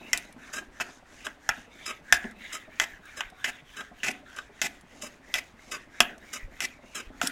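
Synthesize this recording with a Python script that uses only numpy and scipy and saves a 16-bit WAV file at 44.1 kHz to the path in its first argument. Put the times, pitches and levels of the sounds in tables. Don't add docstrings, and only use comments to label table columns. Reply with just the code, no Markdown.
import sys
import numpy as np
from scipy import signal
from scipy.fft import rfft, irfft
from scipy.io import wavfile
from scipy.ndimage import uniform_filter1d, map_coordinates

SR = 44100
rng = np.random.default_rng(int(sys.argv[2]) if len(sys.argv) > 2 else 0)


def dump(signal):
    limited = np.clip(np.atleast_2d(signal).T, -1, 1)
    pcm = np.round(limited * 32767).astype(np.int16)
    wavfile.write(sys.argv[1], SR, pcm)


N = 322415
TIME = np.arange(N) / SR


def amp(db):
    return 10 ** (np.asarray(db) / 20)


def evened(x):
    return x / np.sqrt(np.mean(x ** 2) + 1e-20)


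def read(points, hz):
    f, value = np.transpose(points)
    return np.interp(np.log(hz + 1), np.log(f + 1), value)


def level(points):
    return amp(np.interp(TIME, *np.transpose(points)))


def add(mix, s, sound):
    part = mix[max(round(s * SR), 0):][:len(sound)]
    part += sound[:len(part)]


def band(x, lo_hz, hi_hz):
    edges = [lo_hz, min(hi_hz, SR / 2 - 1)]
    return signal.sosfilt(signal.butter(N=3, Wn=edges, btype="band", fs=SR, output="sos"), x)


def colour(x, tone, modes=(), size=8192):
    hz = np.fft.rfftfreq(size, 1 / SR)
    ring = 1 + sum(amp(db) / (1 + 2j * (hz - f) / width) for f, width, db in modes)
    log_gain = np.log(amp(read(tone, hz)) * abs(ring))
    circle = np.concatenate([log_gain, log_gain[-2:0:-1]])
    spectrum = np.exp(np.conj(signal.hilbert(circle)))
    taps = np.fft.ifft(spectrum).real[:size // 2]
    return signal.oaconvolve(x, taps)[:len(x)]


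def wander(rate_hz, count=N):
    hz = np.fft.rfftfreq(count, 1 / SR)
    spectrum = rfft(rng.standard_normal(count)) * np.exp(-(hz / rate_hz) ** 2)
    return evened(irfft(spectrum, count))


def grit(grain_db, grain_hz):
    return evened(rng.standard_normal(N) * amp(grain_db * wander(grain_hz)))


FIRST_TURN_S, LAST_TURN_S = -0.033, 7.64


def turn_times():
    strokes = sorted(PUSHES + RETURNS)
    halfway = [(last[1] + following[0]) / 2 for last, following in zip(strokes, strokes[1:])]
    return [FIRST_TURN_S, *halfway, LAST_TURN_S]


SWEEP_FALL_OCTAVES = .14


def travel():
    turns = turn_times()
    progress = np.interp(TIME, turns, np.arange(len(turns)))
    pitches = np.array([stroke[-1] for stroke in sorted(PUSHES + RETURNS)])
    hz = pitches[np.minimum(progress.astype(int), len(pitches) - 1)]
    speed = abs(np.sin(np.pi * progress))
    return speed, hz * 2 ** (SWEEP_FALL_OCTAVES * (.5 - progress % 1))


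def hollow(x, lift_db, width_hz, ratio=1, glide=0.18):
    speed, hz = travel()
    mode_hz = ratio * hz * (1 + glide * (speed - .8))
    spin = np.exp(2j * np.pi * np.cumsum(mode_hz) / SR)
    r = np.exp(-np.pi * width_hz / SR)
    resonance = 2 * (spin * signal.lfilter([1 - r], [1, -r], x / spin)).real
    return evened(x + amp(lift_db) * resonance)


def shifting(x, patchy_db, size=(7, 25)):
    z = signal.stft(x, nperseg=512, noverlap=384)[2]
    patches = uniform_filter1d(rng.standard_normal(z.shape), size[0], 0)
    patches = uniform_filter1d(patches, size[1], 1)
    z = z * amp(patchy_db * evened(patches))
    return evened(signal.istft(z, nperseg=512, noverlap=384)[1][:N])


def scrape(strokes, sound, rasp_change_db, hiss_change_db, rise_s, fall_s, uneven_db):
    rasp, hiss = np.zeros(N), np.zeros(N)
    for start, end, rasp_db, hiss_db in strokes:
        t = np.arange(start - rise_s, end + .06, 1 / SR)
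        landing = np.interp(t, [start - rise_s, start + rise_s], [0, 1]) ** 2
        contact = landing * np.exp(-np.maximum(t - end, 0) / fall_s)
        across = np.interp(t, [start, end], [0, 1])
        add(rasp, t[0], contact * amp(rasp_db + rasp_change_db * across))
        add(hiss, t[0], contact * amp(hiss_db + hiss_change_db * across))
    grain = evened(amp(uneven_db * wander(62)))
    return grain * (rasp * evened(band(sound, 56, 3900)) + hiss * evened(band(sound, 4120, 16000)))


# (frequency_hz, relative_level_db)
AIR_TONE = [(15, 0.5), (40, 5), (80, -1.5), (150, -6), (300, -9), (1000, -10.5), (2000, -11.5),
            (4000, -23.5), (8000, -30.5), (16000, -42.5)]


def still_air():
    return amp(-58.5) * evened(colour(rng.standard_normal(N), AIR_TONE))


# (frequency_hz, t60_s)
ROOM = [(100, 0.49), (300, 1), (1000, 0.19), (2000, 0.31), (6000, 0.053), (15000, 0.21)]


def room(x, delay_s=.003, early_db=-11, early_s=0.0019, count=32768):
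    t = np.arange(count) / SR
    sparse = rng.random(count) < 4000 / SR
    taps = rng.choice([-1., 1.], count) * sparse * (t > delay_s)
    hz, when, z = signal.stft(taps, SR, nperseg=256)
    decay = amp(-60 * when / read(ROOM, hz)[:, None])
    tail = signal.istft(z * decay, SR, nperseg=256)[1][:count]
    early = taps * np.exp(-t / early_s)
    answer = amp(-12.5) * tail / np.linalg.norm(tail) + amp(early_db) * early / np.linalg.norm(early)
    return x + signal.fftconvolve(x, answer)[:N]


# (start_s, level_db, pitch_hz)
KNOCKS = [(.008, -37.5, 354), (.362, -38, 257), (0.611, -38.5, 280), (1.27, -38, 291), (1.573, -37, 244),
          (2.243, -28, 217), (2.678, -41, 636), (3.322, -40.5, 744), (3.465, -49, 743), (3.914, -42, 722),
          (4.086, -28, 738), (4.639, -30, 220), (5.03, -34, 598), (6.005, -25, 251), (7.102, -41, 273),
          (7.233, -27, 287)]
# (start_s, level_db)
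THUMPS = [(0.678, -47.5), (2.25, -44), (2.919, -46.5), (3.246, -46), (6.427, -32.5), (7.065, -40.5)]
# (start_s, level_db)
TICKS = [(.175, -24.5), (.3254, -48), (2.311, -48.5), (3.056, -48.5), (3.301, -49.5), (4.30, -55),
         (4.114, -36), (4.364, -41), (4.8104, -50.5), (6.1805, -50.5), (7.2721, -16.5)]
# (frequency_hz, relative_level_db)
RUMBLE_TONE = [(80, -15), (160, -2.5), (255, 8), (450, -5.5), (630, 1), (900, -4.5), (1500, -18),
               (4000, -40.5), (14000, -62.5)]
TURN_KNOCK_DB, TURN_KNOCK_HZ, TURN_SPREAD_OCTAVES, TURN_LEAD_S = -46.5, 316, 1, .012
BLOW_THUMP_DB, BLOW_THUMP_LEAD_S = -15.5, 0.0035


def bench(knock_s=0.011, rattle=0.74, thump_hz=39, thump_s=0.014, tick_s=0.0022, size=8192):
    out, t = np.zeros(N), np.arange(size) / SR
    turn_knocks = []
    for s in turn_times()[1:-1]:
        hz = TURN_KNOCK_HZ * 2 ** (TURN_SPREAD_OCTAVES * rng.standard_normal())
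        turn_knocks.append((s - TURN_LEAD_S, TURN_KNOCK_DB, hz))
    blow_thumps = [(s - BLOW_THUMP_LEAD_S, db + BLOW_THUMP_DB) for s, _, db, *_ in PUSHES]
    knock_shape = np.exp(-t / knock_s) * (1 - np.exp(-t / 0.0043))
    thump_shape = (t / thump_s) ** 2 * np.exp(2 * (1 - t / thump_s))  # swells, full at thump_s
    for s, db, hz in KNOCKS + turn_knocks:
        wood = evened(colour(rng.standard_normal(size), RUMBLE_TONE))
        add(out, s, amp(db) * (np.sin(2 * np.pi * hz * t) + rattle * wood) * knock_shape)
    for s, db in THUMPS + blow_thumps:
        hz = thump_hz * rng.uniform(0.75, 1.1)
        sway = np.sin(2 * np.pi * hz * t) + 0.37 * evened(band(rng.standard_normal(size), 23, 83.0))
        add(out, s, amp(db) * sway * thump_shape)
    for s, db in TICKS:
        snap = evened(band(rng.standard_normal(size), 2400, 11000))
        add(out, s, amp(db) * snap * np.exp(-t / tick_s))
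    return out


# (time_s, level_db)
BEARING = [(0, -46.5), (1, -56.5), (2.3, -44.5), (3.2, -48), (4.2, -50.5), (4.8, -54), (5.7, -54),
           (6.2, -48), (6.9, -54.5), (7.3, -42.5)]
# (time_s, level_db)
SOLE_HISS = [(0, -57), (1.3, -57.5), (2.3, -56.5), (3.3, -60), (4.3, -59), (5.9, -58), (6.9, -60.5),
             (7.3, -53)]
# (time_s, level_db)
RUMBLE = [(0, -52.5), (2.2, -60), (2.8, -60.5), (3.6, -69), (4.6, -58), (7.3, -56.5)]
# (frequency_hz, relative_level_db)
RUB_TONE = [(500, -28.5), (1100, -7), (1600, 2), (2300, -0.5), (3000, -6), (3800, -3.5), (4500, -29),
            (6000, -25)]
HISS_TONE = [(3000, -1), (4500, -0.5), (6600, 4.5), (8500, -6.5), (12000, -13), (16000, -75)]


def sole(rub_power=0.78, hiss_power=1.14):
    speed, _ = travel()
    rub = hollow(colour(grit(grain_db=1.5, grain_hz=120), RUB_TONE), lift_db=6.5, width_hz=170)
    rub = hollow(rub, lift_db=1.5, width_hz=160, ratio=1.3, glide=0.18)
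    hiss = colour(grit(grain_db=2, grain_hz=291), HISS_TONE)
    rumble = evened(colour(grit(grain_db=4.0, grain_hz=35), RUMBLE_TONE))
    slide = level(BEARING) * shifting(rub, patchy_db=5.0) * speed ** rub_power
    slide += level(SOLE_HISS) * shifting(hiss, patchy_db=1.5) * speed ** hiss_power
    return slide + level(RUMBLE) * rumble * np.sqrt(speed)


# (start_s, end_s, rasp_db, hiss_db, bump_db, pitch_hz)
RETURNS = [(0.53, 0.594, -41.5, -36.5, -65, 1640), (1.247, 1.274, -43.5, -41, -40.5, 1520),
           (1.856, 1.914, -39.5, -37, -51.5, 2290), (2.526, 2.571, -43, -37.5, -55, 2165),
           (3.167, 3.214, -42.5, -43, -37.5, 1678), (3.764, 3.815, -41.5, -43, -49, 1590),
           (4.363, 4.394, -42.5, -47.5, -45.5, 1480), (5.016, 5.073, -49, -39, -68, 2050),
           (5.713, 5.76, -38.5, -34.5, -57, 2124), (6.33, 6.373, -43, -34, -74.5, 2135),
           (6.948, 7.006, -39, -36, -61, 2190)]
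# (frequency_hz, relative_level_db)
DRAG_TONE = [(100, -18), (280, 1.5), (900, -10), (1450, 3), (2200, -1.5), (3700, -14), (4400, -25.5),
             (5200, -14), (6300, -1.5), (7400, -8.5), (8700, -11.5), (12000, -16), (16000, -25)]
# (frequency_hz, width_hz, lift_db)
RIDING = [(623, 90, 10.5), (1235, 99, 15.5), (1582, 19, 15.5), (2700, 120, 14.5), (2980, 120, 15),
          (3797, 57, 23), (5010, 52, 22.5), (5750, 160, -21.5), (7250, 320, 6.5)]
DRAG_RASP_CHANGE_DB, DRAG_HISS_CHANGE_DB = 3, -10.5


def drags(drift=.02):
    sound = colour(grit(grain_db=1.5, grain_hz=400), DRAG_TONE, RIDING)
    position = np.cumsum(1 + drift * wander(10))
    sound = map_coordinates(sound, [position], order=3, mode="mirror")
    sound = hollow(sound, lift_db=1, width_hz=200)
    strokes = [(start, end, rasp_db, hiss_db) for start, end, rasp_db, hiss_db, _, _ in RETURNS]
    return scrape(strokes, shifting(sound, patchy_db=0.85), DRAG_RASP_CHANGE_DB, DRAG_HISS_CHANGE_DB,
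                  rise_s=0.0057, fall_s=0.0081, uneven_db=2.0)


# (frequency_hz, relative_level_db)
CUT_TONE = [(60, -25.5), (260, -12.5), (450, -13), (750, -4), (1000, -6.5), (1500, -3), (2300, -5),
            (3500, -7), (4200, -15), (5000, -9.5), (7000, -10), (8600, -20), (12000, -20.5), (16000, -31)]
# (frequency_hz, width_hz, lift_db)
PLANE = [(272, 180, 4.5), (370, 24, 2), (627, 42, -3), (700, 36, 7), (798, 33, 0), (1320, 34, -4),
         (1516, 100, -7), (1639, 36, 1), (2004, 130, 8.5), (2533, 310, 7), (2784, 20, -5), (3560, 21, -27),
         (3748, 54, -8.5), (5780, 45, -2), (6530, 63, -8.5), (7420, 350, -1)]
CUT_RASP_CHANGE_DB, CUT_HISS_CHANGE_DB = -5.5, -4.5


def cuts(chatter_hz=300, unsteady=0.1205):
    turns = np.cumsum(chatter_hz * (1 + unsteady * wander(114.8))) / SR
    force = grit(grain_db=-1.0, grain_hz=690) * amp(2.7 * np.cos(2 * np.pi * turns))
    sound = hollow(colour(force, CUT_TONE, PLANE), lift_db=1.5, width_hz=850)
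    strokes = [(start, end, rasp_db, hiss_db) for start, end, *_, rasp_db, hiss_db, _ in PUSHES]
    return scrape(strokes, shifting(sound, patchy_db=2.0), CUT_RASP_CHANGE_DB, CUT_HISS_CHANGE_DB,
                  rise_s=0.0018, fall_s=0.0043, uneven_db=3.44)


# (frequency_hz, relative_level_db)
BLOW_TONE = [(50, -14.5), (250, -25), (450, -26), (700, -8.5), (1030, -7.5), (1550, 3), (2300, -9.5),
             (3400, 3), (4050, -18), (5650, -11.5), (7500, -23), (8500, -31.5), (12000, -30), (16000, -29)]
THUD_HZ, THUD_DB, THUD_DB_PER_OCTAVE = 1664, -8.5, -38
THUD_FORCE_DB, THUD_DB_PER_DB = -33.5, 0.04


def strike(db, crack_db, ring_db, hz, contact_s=0.0019, crack_s=0.012, crush=0.19,
           focus_width_hz=240, size=4096):
    t = np.arange(size) / SR
    crushing = crush * rng.standard_normal(size) * np.exp(-t / contact_s)
    force = signal.unit_impulse(size) + crushing
    force = colour(force, [(50, 0.014), (16000, 0.0064)], [(hz, focus_width_hz, ring_db)])
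    hit = colour(force, BLOW_TONE, PLANE)
    thud_db = THUD_DB + THUD_DB_PER_OCTAVE * np.log2(hz / THUD_HZ)
    thud_db += THUD_DB_PER_DB * max(db - THUD_FORCE_DB, 0)
    low = amp(thud_db) * evened(band(hit, 40, 1110))
    mid = evened(band(hit, 1160, 3800))
    high = amp(crack_db) * evened(band(hit, 5600, 13000) * np.exp(-t / crack_s))
    return amp(db) * (low + mid + high)


# (start_s, end_s, blow_db, crack_db, ring_db, rasp_db, hiss_db, pitch_hz)
PUSHES = [(0.1317, 0.179, -31.5, 0, 6, -31, -38.5, 2080), (0.8004, 0.826, -48, -10, 30, -34, -43, 1304),
          (1.491, 1.518, -28.5, -8, 19, -31, -54, 1537),
          (2.1251, 2.168, -18.5, -9.5, 1.5, -33.5, -32.5, 1730),
          (2.799, 2.842, -29.5, -6.5, 6, -29, -36.5, 1800), (3.4424, 3.501, -39, -25, 12, -30, -37, 1610),
          (4.0326, 4.113, -37.5, -19.5, -5, -31.5, -37.5, 1620),
          (4.6162, 4.670, -39, 1.5, -5, -29, -29.5, 2000),
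          (5.3408, 5.387, -36.5, -1, 8.5, -29.5, -33.5, 1980),
          (6.0044, 6.026, -22, -6, 3.5, -32.5, -31, 1650), (6.605, 6.653, -40.5, -4, 2.5, -30, -31, 1940),
          (7.2152, 7.278, -35, -9.5, 13, -37.5, -34, 1400)]
# (start_s, level_db, crack_db, pitch_hz)
SLAPS = [(2.242, -50, -28, 1880)]
CATCH_S, CATCH_DB, CATCH_CRACK_DB = .007, -16, -6.5
BUMP_LEAD_S, BUMP_CRACK_DB = .007, -13
LIGHT_RING_DB = 8


def blows():
    out = np.zeros(N)
    for start, _, db, crack_db, ring_db, _, _, hz in PUSHES:
        add(out, start, strike(db, crack_db, ring_db, hz))
    for start, end, _, hiss_db, bump_db, hz in RETURNS:
        add(out, start + CATCH_S, strike(hiss_db + CATCH_DB, CATCH_CRACK_DB, LIGHT_RING_DB, hz))
        add(out, end - BUMP_LEAD_S, strike(bump_db, BUMP_CRACK_DB, LIGHT_RING_DB, hz))
    for s, db, crack_db, hz in SLAPS:
        add(out, s, strike(db, crack_db, LIGHT_RING_DB, hz))
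    return out


def scene():
    in_room = room(blows() + cuts() + drags() + bench())
    return (in_room + sole() + still_air())[None]


EDGE_HZ = 16200


def record(dry, ceiling=1.0):
    rounded = ceiling * np.tanh(dry / ceiling)
    low_pass = signal.firwin(301, EDGE_HZ, window=("kaiser", 9), fs=SR)
    return signal.oaconvolve(rounded, low_pass[None], "same")


dry = scene()
out = record(dry)
dump(out)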